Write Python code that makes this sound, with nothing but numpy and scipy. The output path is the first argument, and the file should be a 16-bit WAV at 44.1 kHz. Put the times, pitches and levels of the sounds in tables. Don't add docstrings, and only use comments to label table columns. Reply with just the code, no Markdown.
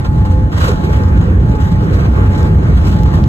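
import sys
import numpy as np
from scipy import signal
from scipy.fft import rfft, irfft, next_fast_len
from scipy.io import wavfile
from scipy.ndimage import uniform_filter1d, minimum_filter1d, map_coordinates

SR = 44100
rng = np.random.default_rng(int(sys.argv[2]) if len(sys.argv) > 2 else 0)


def master_out(mix):
    frames = np.transpose(np.atleast_2d(mix))
    ceiling = np.clip(frames, -1, 1)
    pcm = np.round(ceiling * 32767).astype(np.int16)
    wavfile.write(sys.argv[1], SR, pcm)


def amplitude_ratio(level_db):
    exponent = np.asarray(level_db, float) / 20
    return 10 ** exponent


N = 144648


def unit(x):
    return x / np.sqrt(np.mean(x ** 2) + 1e-20)


def along(points, hz):
    f, v = np.transpose(points)
    return np.interp(np.log(hz + 1), np.log(f + 1), v)


def curve(rows):
    s, v = np.transpose(rows)
    return np.interp(np.arange(N) / SR, s, v)


def wobble(rate):
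    knots = rng.standard_normal(int(N * 80 / SR) + 4)
    return map_coordinates(knots, [np.arange(N) * min(rate, 79) / SR])


def filtered(x, response):
    m = next_fast_len(N + SR // 2)
    return irfft(rfft(x, m) * response(np.fft.rfftfreq(m, 1 / SR)), m)[..., :N]


def patchy(patchy_db):
    z = signal.stft(rng.standard_normal((2, N)), nperseg=512)[2]
    field = uniform_filter1d(rng.standard_normal(z.shape[1:]), size=6, axis=0)
    field = uniform_filter1d(field, size=12, axis=1)
    return signal.istft(z * amplitude_ratio(patchy_db * unit(field)), nperseg=512)[1][:, :N]


# (frequency [Hz], density [dB per Hz])
VENT_COLOUR = [(800, -27), (1100, -2.5), (1700, 6), (2100, -5), (2500, -22.5), (3500, -11.5), (4300, -12.5),
               (5200, -30)]


def vent():
    level_db = -43.5 + 1.2 * wobble(5.4)
    hiss = filtered(patchy(patchy_db=3.0), lambda hz: amplitude_ratio(along(VENT_COLOUR, hz)) * (hz < 6000))
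    return amplitude_ratio(level_db) * unit(hiss)


# (time [s], peak level [dB], swell length [s])
PANEL_SWELLS = [
    (.37, -30, 0.11),
    (.64, -29, 0.034),
    (1.34, -34, .1),
    (1.92, -27.5, 0.021),
    (2.8, -37.5, .1),
    (3.05, -39, .1),
]


def drone():
    panel_hz = 513.5
    t = np.arange(N) / SR
    swell = sum(amplitude_ratio(db) * np.exp(-((t - s) / length) ** 2) for s, db, length in PANEL_SWELLS)
    tone = np.sin(2 * np.pi * panel_hz * t + 0.46 * wobble(9))
    return np.sqrt(2) * swell * tone * amplitude_ratio([[-2.5], [1.5]])


SILENT_S = .64
PORT_LEAD = np.array([[1.5], [0]])

# (left port level [dB], right port level [dB])
PUMP_LEVELS = [(-30.5, -31.5), (-31.5, -38.5)]


def pumps():
    pump_hz, beat_hz = 853.15, 1.425
    t = np.arange(N) / SR - SILENT_S
    unsteady_db, waver = 1.6 * wobble(11), .45 * wobble(14)
    out = np.zeros((2, N))
    for k, db in enumerate(PUMP_LEVELS):
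        phase = 2 * np.pi * (pump_hz + k * beat_hz) * t + PORT_LEAD + waver
        out += amplitude_ratio(np.array(db)[:, None] + unsteady_db) * (-1) ** k * np.sin(phase)
    return out


# (time [s], pitch [Hz])
SHAFT_PITCH = [(0, 1051), (1.5, 1058), (3.28, 1102)]
# (multiple of the shaft tone, level [dB])
WHINE_PARTIALS = [(1, -46), (8, -66)]


def turbine():
    fade_db_per_s = 1.5
    t = np.arange(N) / SR - SILENT_S
    turns = np.cumsum(curve(SHAFT_PITCH) + 2.5 * wobble(5.3)) / SR
    out = np.zeros((2, N))
    for k, db in WHINE_PARTIALS:
        level_db = db - fade_db_per_s * t + 1.7 * wobble(2.1)
        out += amplitude_ratio(level_db) * np.sin(2 * np.pi * k * turns + PORT_LEAD)
    return out


# (time [s], peak level [dB])
TICKS = [
    (1.0372, -25),
    (2.4302, -20),
    (3.0345, -21),
    (3.2405, -17.5),
]
# (frequency [Hz], level [dB])
TICK_COLOUR = [(400, -12), (1200, -3), (3500, -4), (6500, -6), (10000, -28), (12300, -10), (15000, -24),
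               (15800, -60)]


def ticks():
    tick_db, burst_s, tail_db, tail_s = 19, .0015, -23, .03
    out, t = np.zeros((2, N + SR)), np.arange(SR // 5) / SR
    snap = (t == 0) * np.array([[1], [-.25]])
    shape = amplitude_ratio(-60 * t / burst_s) + amplitude_ratio(tail_db - 60 * t / tail_s)
    for s, db in TICKS:
        rattle = shape * rng.standard_normal((2, len(t))) / 4
        out[:, round(s * SR):][:, :len(t)] += amplitude_ratio(db + tick_db) * (rattle + snap)
    return filtered(out[:, :N], lambda hz: amplitude_ratio(along(TICK_COLOUR, hz)))


# (time [s], level [dB], pitch [Hz])
LID_BLOWS = [
    (.684, -7, 500),
    (.694, -6, 410),
]
# (multiple of pitch, level [dB], 60 dB decay [s])
LID_MODES = [(1, 0, .07), (1.75, -15, .04), (2.4, -16, .04)]


def bin_lid():
    rise_s = .003
    out, t = np.zeros(N + SR), np.arange(SR // 5) / SR
    for s, db, hz in LID_BLOWS:
        ring = sum(amplitude_ratio(level - 60 * t / t60) * np.sin(2 * np.pi * k * hz * t) for k, level, t60 in LID_MODES)
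        out[round(s * SR):][:len(t)] += amplitude_ratio(db) * ring * (1 - np.exp(-t / rise_s))
    return out[:N] * np.array([[.8], [1]])


# (time [s], level [dB])
SHAKE = [(0.0, -43.5), (0.02, -51), (0.52, -53), (0.58, -42.5), (0.69, -36), (0.73, -40.5), (1.45, -54),
         (1.61, -48), (2.69, -47.5), (2.91, -45), (3.22, -46.5), (3.28, -42.5)]
# (frequency [Hz], density [dB per Hz])
TRIM_COLOUR = [(200, -15.5), (500, 6), (1200, 0), (2500, -14.5), (4000, -14), (7000, -25), (13000, -33.5),
               (15500, -41.5)]
# (time [s], peak level [dB], rattle length [s], treble over the rest [dB])
JOLTS = [(0.045, -29, 0.017, -13.5), (0.249, -31.5, 0.019, -10.5), (0.302, -42, 0.036, -0.5),
         (0.515, -31, 0.1, -14), (0.574, -25, 0.015, -7.5), (0.6004, -28, 0.033, -4),
         (0.641, -29, 0.013, -3), (0.654, -27.5, 0.02, -4.5), (0.677, -26, 0.02, -3),
         (0.703, -29.5, 0.02, -11), (0.843, -37, 0.022, -3.5), (0.924, -36.5, 0.015, -4.5),
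         (0.947, -40.5, 0.043, -22.5), (0.958, -34, 0.014, -6.5), (1.165, -35.5, 0.034, -20),
         (1.208, -34, 0.012, -15), (1.223, -35, 0.016, -15), (1.482, -42.5, 0.023, -7),
         (1.512, -48, 0.015, -2), (1.548, -40, 0.017, -6.5), (1.599, -35, 0.073, -7.5),
         (1.713, -37, 0.018, -2), (1.821, -38.5, 0.03, -8.5), (1.922, -35.5, 0.053, -9.5),
         (1.939, -32.5, 0.019, -4.5), (1.984, -32, 0.038, -15), (2.055, -36, 0.025, -14),
         (2.257, -36.5, 0.017, -14), (2.32, -41, 0.012, -4.5), (2.348, -28.5, 0.012, -10.5),
         (2.372, -37.5, 0.03, 1), (2.403, -34, 0.071, -15), (2.746, -37, 0.11, -9),
         (2.8484, -29.5, 0.019, -6), (2.867, -36, 0.038, -1), (2.916, -33, 0.026, -8.5),
         (3.135, -31.5, 0.03, -9), (3.158, -37, 0.017, -8), (3.173, -38, 0.048, -18)]


def trim():
    trim_db, jolt_db, jolt_rise_s = 9.5, 8.5, 0.0026
    grains_per_s, grain_spread_db, grain_s, grain_share = 670, 7, 0.026, 0.23
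    body_hz, body_db = 920, -9.5
    treble_hz, treble_db = 5300, 9
    t = np.arange(N) / SR

    when, luck = rng.random((int(grains_per_s * N / SR), 2)).T
    grain_db = np.minimum(-grain_spread_db * np.log(luck + 1e-4), 16)
    hits = np.bincount((when * N).astype(int), amplitude_ratio(grain_db), N)
    chatter = unit(signal.fftconvolve(hits, amplitude_ratio(-60 * t[:SR // 20] / grain_s))[:N])
    grain = (np.sqrt(1 - grain_share) + np.sqrt(grain_share) * chatter) * patchy(patchy_db=1.5)
    rattle = unit(filtered(grain, lambda hz: amplitude_ratio(along(TRIM_COLOUR, hz))))

    unsteady_db = np.array([3.64 * wobble(22.49), 1.6 * wobble(27), 2.7 * wobble(12)])
    power = amplitude_ratio(1.758 * (curve(SHAKE) + unsteady_db))
    for s, db, length, bright_db in JOLTS:
        u = np.clip(t - s, 0, None)
        burst = (1 - np.exp(-u / jolt_rise_s)) ** 2 * np.exp(-(u / length) ** 2)
        band_db = np.array([[0], [bright_db + treble_db], [body_db]])
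        power = power + amplitude_ratio(2 * (db + jolt_db - trim_db + band_db)) * burst
    middle_gain, treble_gain, body_gain = np.sqrt(power)

    low = filtered(rattle, lambda hz: 1 / (1 + (hz / treble_hz) ** 2))
    body = filtered(rattle, lambda hz: 1 / (1 + (hz / body_hz) ** 4))
    return amplitude_ratio(trim_db) * (body_gain * body + middle_gain * (low - body) + treble_gain * (rattle - low))


# (time [s], boom level [dB])
THRUST = [
    (0.0, -10.5),
    (1.26, -8.5),
    (1.68, -8.5),
    (1.7, -10),
    (1.77, -9.5),
    (3.28, -6.5),
]
# (frequency [Hz], density [dB per Hz])
ROAR_COLOUR = [(215, -30.5), (300, 0.5), (520, -3.5), (640, -14), (1300, -13.5), (2200, -20), (5000, -54),
               (14000, -50.5)]


def roar():
    roar_db, grows = -28, 1.22
    thrust_db = curve(THRUST)
    swing_db = grows * (thrust_db - thrust_db.mean())
    level_db = roar_db + swing_db + 2.2 * wobble(3.05) + 1.07 * wobble(16)
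    return amplitude_ratio(level_db) * unit(filtered(patchy(patchy_db=2.5), lambda hz: amplitude_ratio(along(ROAR_COLOUR, hz))))


# (frequency [Hz], level [dB])
HULL_MODES = [(33, -11.5), (45, -15.5), (61, 3.5), (76, 0), (92, 2), (122, -5.5), (160, -4), (198, -11),
              (290, -17.5)]


def hull():
    loss, skirt = .3, 3.2

    def modes(f):
        power = 0
        for c, db in HULL_MODES:
            damping = f * c * loss
            power = power + amplitude_ratio(2 * db) * abs(damping / (c * c - f * f + 1j * damping)) ** skirt
        return np.sqrt(power)

    flutter_db = 1.1 * wobble(18)
    return amplitude_ratio(curve(THRUST) + flutter_db) * unit(filtered(rng.standard_normal((2, N)), modes))


def cabin(x):
    ripple_db, ripple_hz = 2.2, 45
    knots = rng.standard_normal(int(SR / 2 / ripple_hz) + 4)

    def ripple(hz):
        above_bass = np.clip(hz / 1200, 0, 1) ** 2
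        return amplitude_ratio(ripple_db * above_bass * map_coordinates(knots, [hz / ripple_hz]))

    return filtered(x, ripple)


# (frequency [Hz], left lead [radians])
PORT_PHASE = [(450, 0), (800, 2.5), (2150, 2.8), (5400, 3.14), (7200, 6.28), (9800, 9.42), (12250, 12.57),
              (14900, 15.7)]
# (frequency [Hz], coherence [0..1])
PORT_LIKENESS = [(100, .99), (300, .88), (600, .12), (2600, .72), (3500, .3), (5000, .84), (6000, .55),
                 (7200, .96)]
# (frequency [Hz], left over right [dB])
PORT_BALANCE = [(60, -.7), (130, -1), (280, -2.5), (430, -3.5), (750, 1.5), (1200, -1), (2500, 0)]


def ports(pair):
    dwell = .6
    half = np.array([[.5], [-.5]])

    def split(hz):
        turn = np.arccos(np.clip(along(PORT_LIKENESS, hz), 0, 1)) / 2
        return np.array([np.cos(turn), np.sin(turn)])

    def place(hz):
        phase = along(PORT_PHASE, hz)
        lead = phase - dwell / 2 * np.sin(2 * phase)
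        return amplitude_ratio(half * along(PORT_BALANCE, hz)) * np.exp(1j * half * lead)

    same, other = filtered(pair, split)
    return filtered(np.array([same + other, same - other]), place)


def scene():
    diffuse = vent() + trim() + roar() + hull()
    return ports(cabin(diffuse)) + drone() + pumps() + turbine() + ticks() + bin_lid()


# (frequency [Hz], least level of the weaker one [dB])
MASKING = [(4200, -18), (5000, -8), (5800, -12), (7200, -11), (9800, -6), (12300, -5), (15000, -6)]


def thinned(x):
    hop, grid, band_lines = 1024, 968, 16
    from_hz, top_hz = 1500, 15800
    jitter_db, quiet_db, faint_db = 4.5, -65.5, -13
    sudden_db = 17
    k = np.arange(2 * hop)
    window = signal.windows.kaiser_bessel_derived(2 * hop, 4 * np.pi)[:, None]
    cosines = np.cos(np.pi / hop * np.outer(k + .5 + hop / 2, k[:hop] + .5))
    basis = window * np.sqrt(2 / hop) * cosines
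    hz = (k[:hop] + .5) * SR / (2 * hop)

    front, frames = 2 * hop - grid, N // hop + 3
    mid_side = np.array([x[0] + x[1], x[0] - x[1]]) / 2
    padded = np.pad(mid_side, [(0, 0), (front, (frames + 1) * hop - front - N)])
    halves = padded.reshape(2, -1, hop)
    blocks = np.concatenate([halves[:, :-1], halves[:, 1:]], axis=2)
    z = blocks @ basis

    band = (z ** 2).reshape(2, frames, -1, band_lines).mean(axis=3)
    chance = rng.standard_normal(band.shape) + rng.standard_normal((frames, 1))
    limit_db = jitter_db * unit(uniform_filter1d(chance, size=3, axis=1))
    limit_db = limit_db.repeat(band_lines, axis=2)
    band = band.repeat(band_lines, axis=2)
    unmasked = band > amplitude_ratio(2 * (along(MASKING, hz) + limit_db)) * band[::-1]
    audible = band > amplitude_ratio(2 * quiet_db + limit_db)
    strong = z ** 2 > amplitude_ratio(2 * (faint_db + limit_db)) * band
    edge = np.diff(blocks, n=3, axis=2) ** 2
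    sudden = (edge.max(axis=(0, 2)) > amplitude_ratio(2 * sudden_db) * edge.mean(axis=(0, 2)))[:, None]
    keep = (unmasked & audible & strong) | sudden | (hz < from_hz)

    back = (z * keep * (hz < top_hz)) @ basis.T
    joined = (back[:, 1:, :hop] + back[:, :-1, hop:]).reshape(2, -1)
    mid, side = joined[:, front - hop:][:, :N]
    return np.array([mid + side, mid - side])


def low_pass(x):
    return signal.sosfilt(signal.butter(12, 15800, fs=SR, output="sos"), x)


def record(dry):
    ceiling, knee, hold_s = 0.97, 5.9, 0.0055
    span = int(hold_s * SR)
    need = np.minimum(1, 1.12 * ceiling / (abs(dry).max(0) + 1e-9))
    limited = dry * uniform_filter1d(minimum_filter1d(need, size=span), size=span)
    clipped = limited / (1 + abs(limited / ceiling) ** knee) ** (1 / knee)
    mix = thinned(clipped)
    return low_pass(mix)


dry = scene()
out = record(dry)
master_out(out)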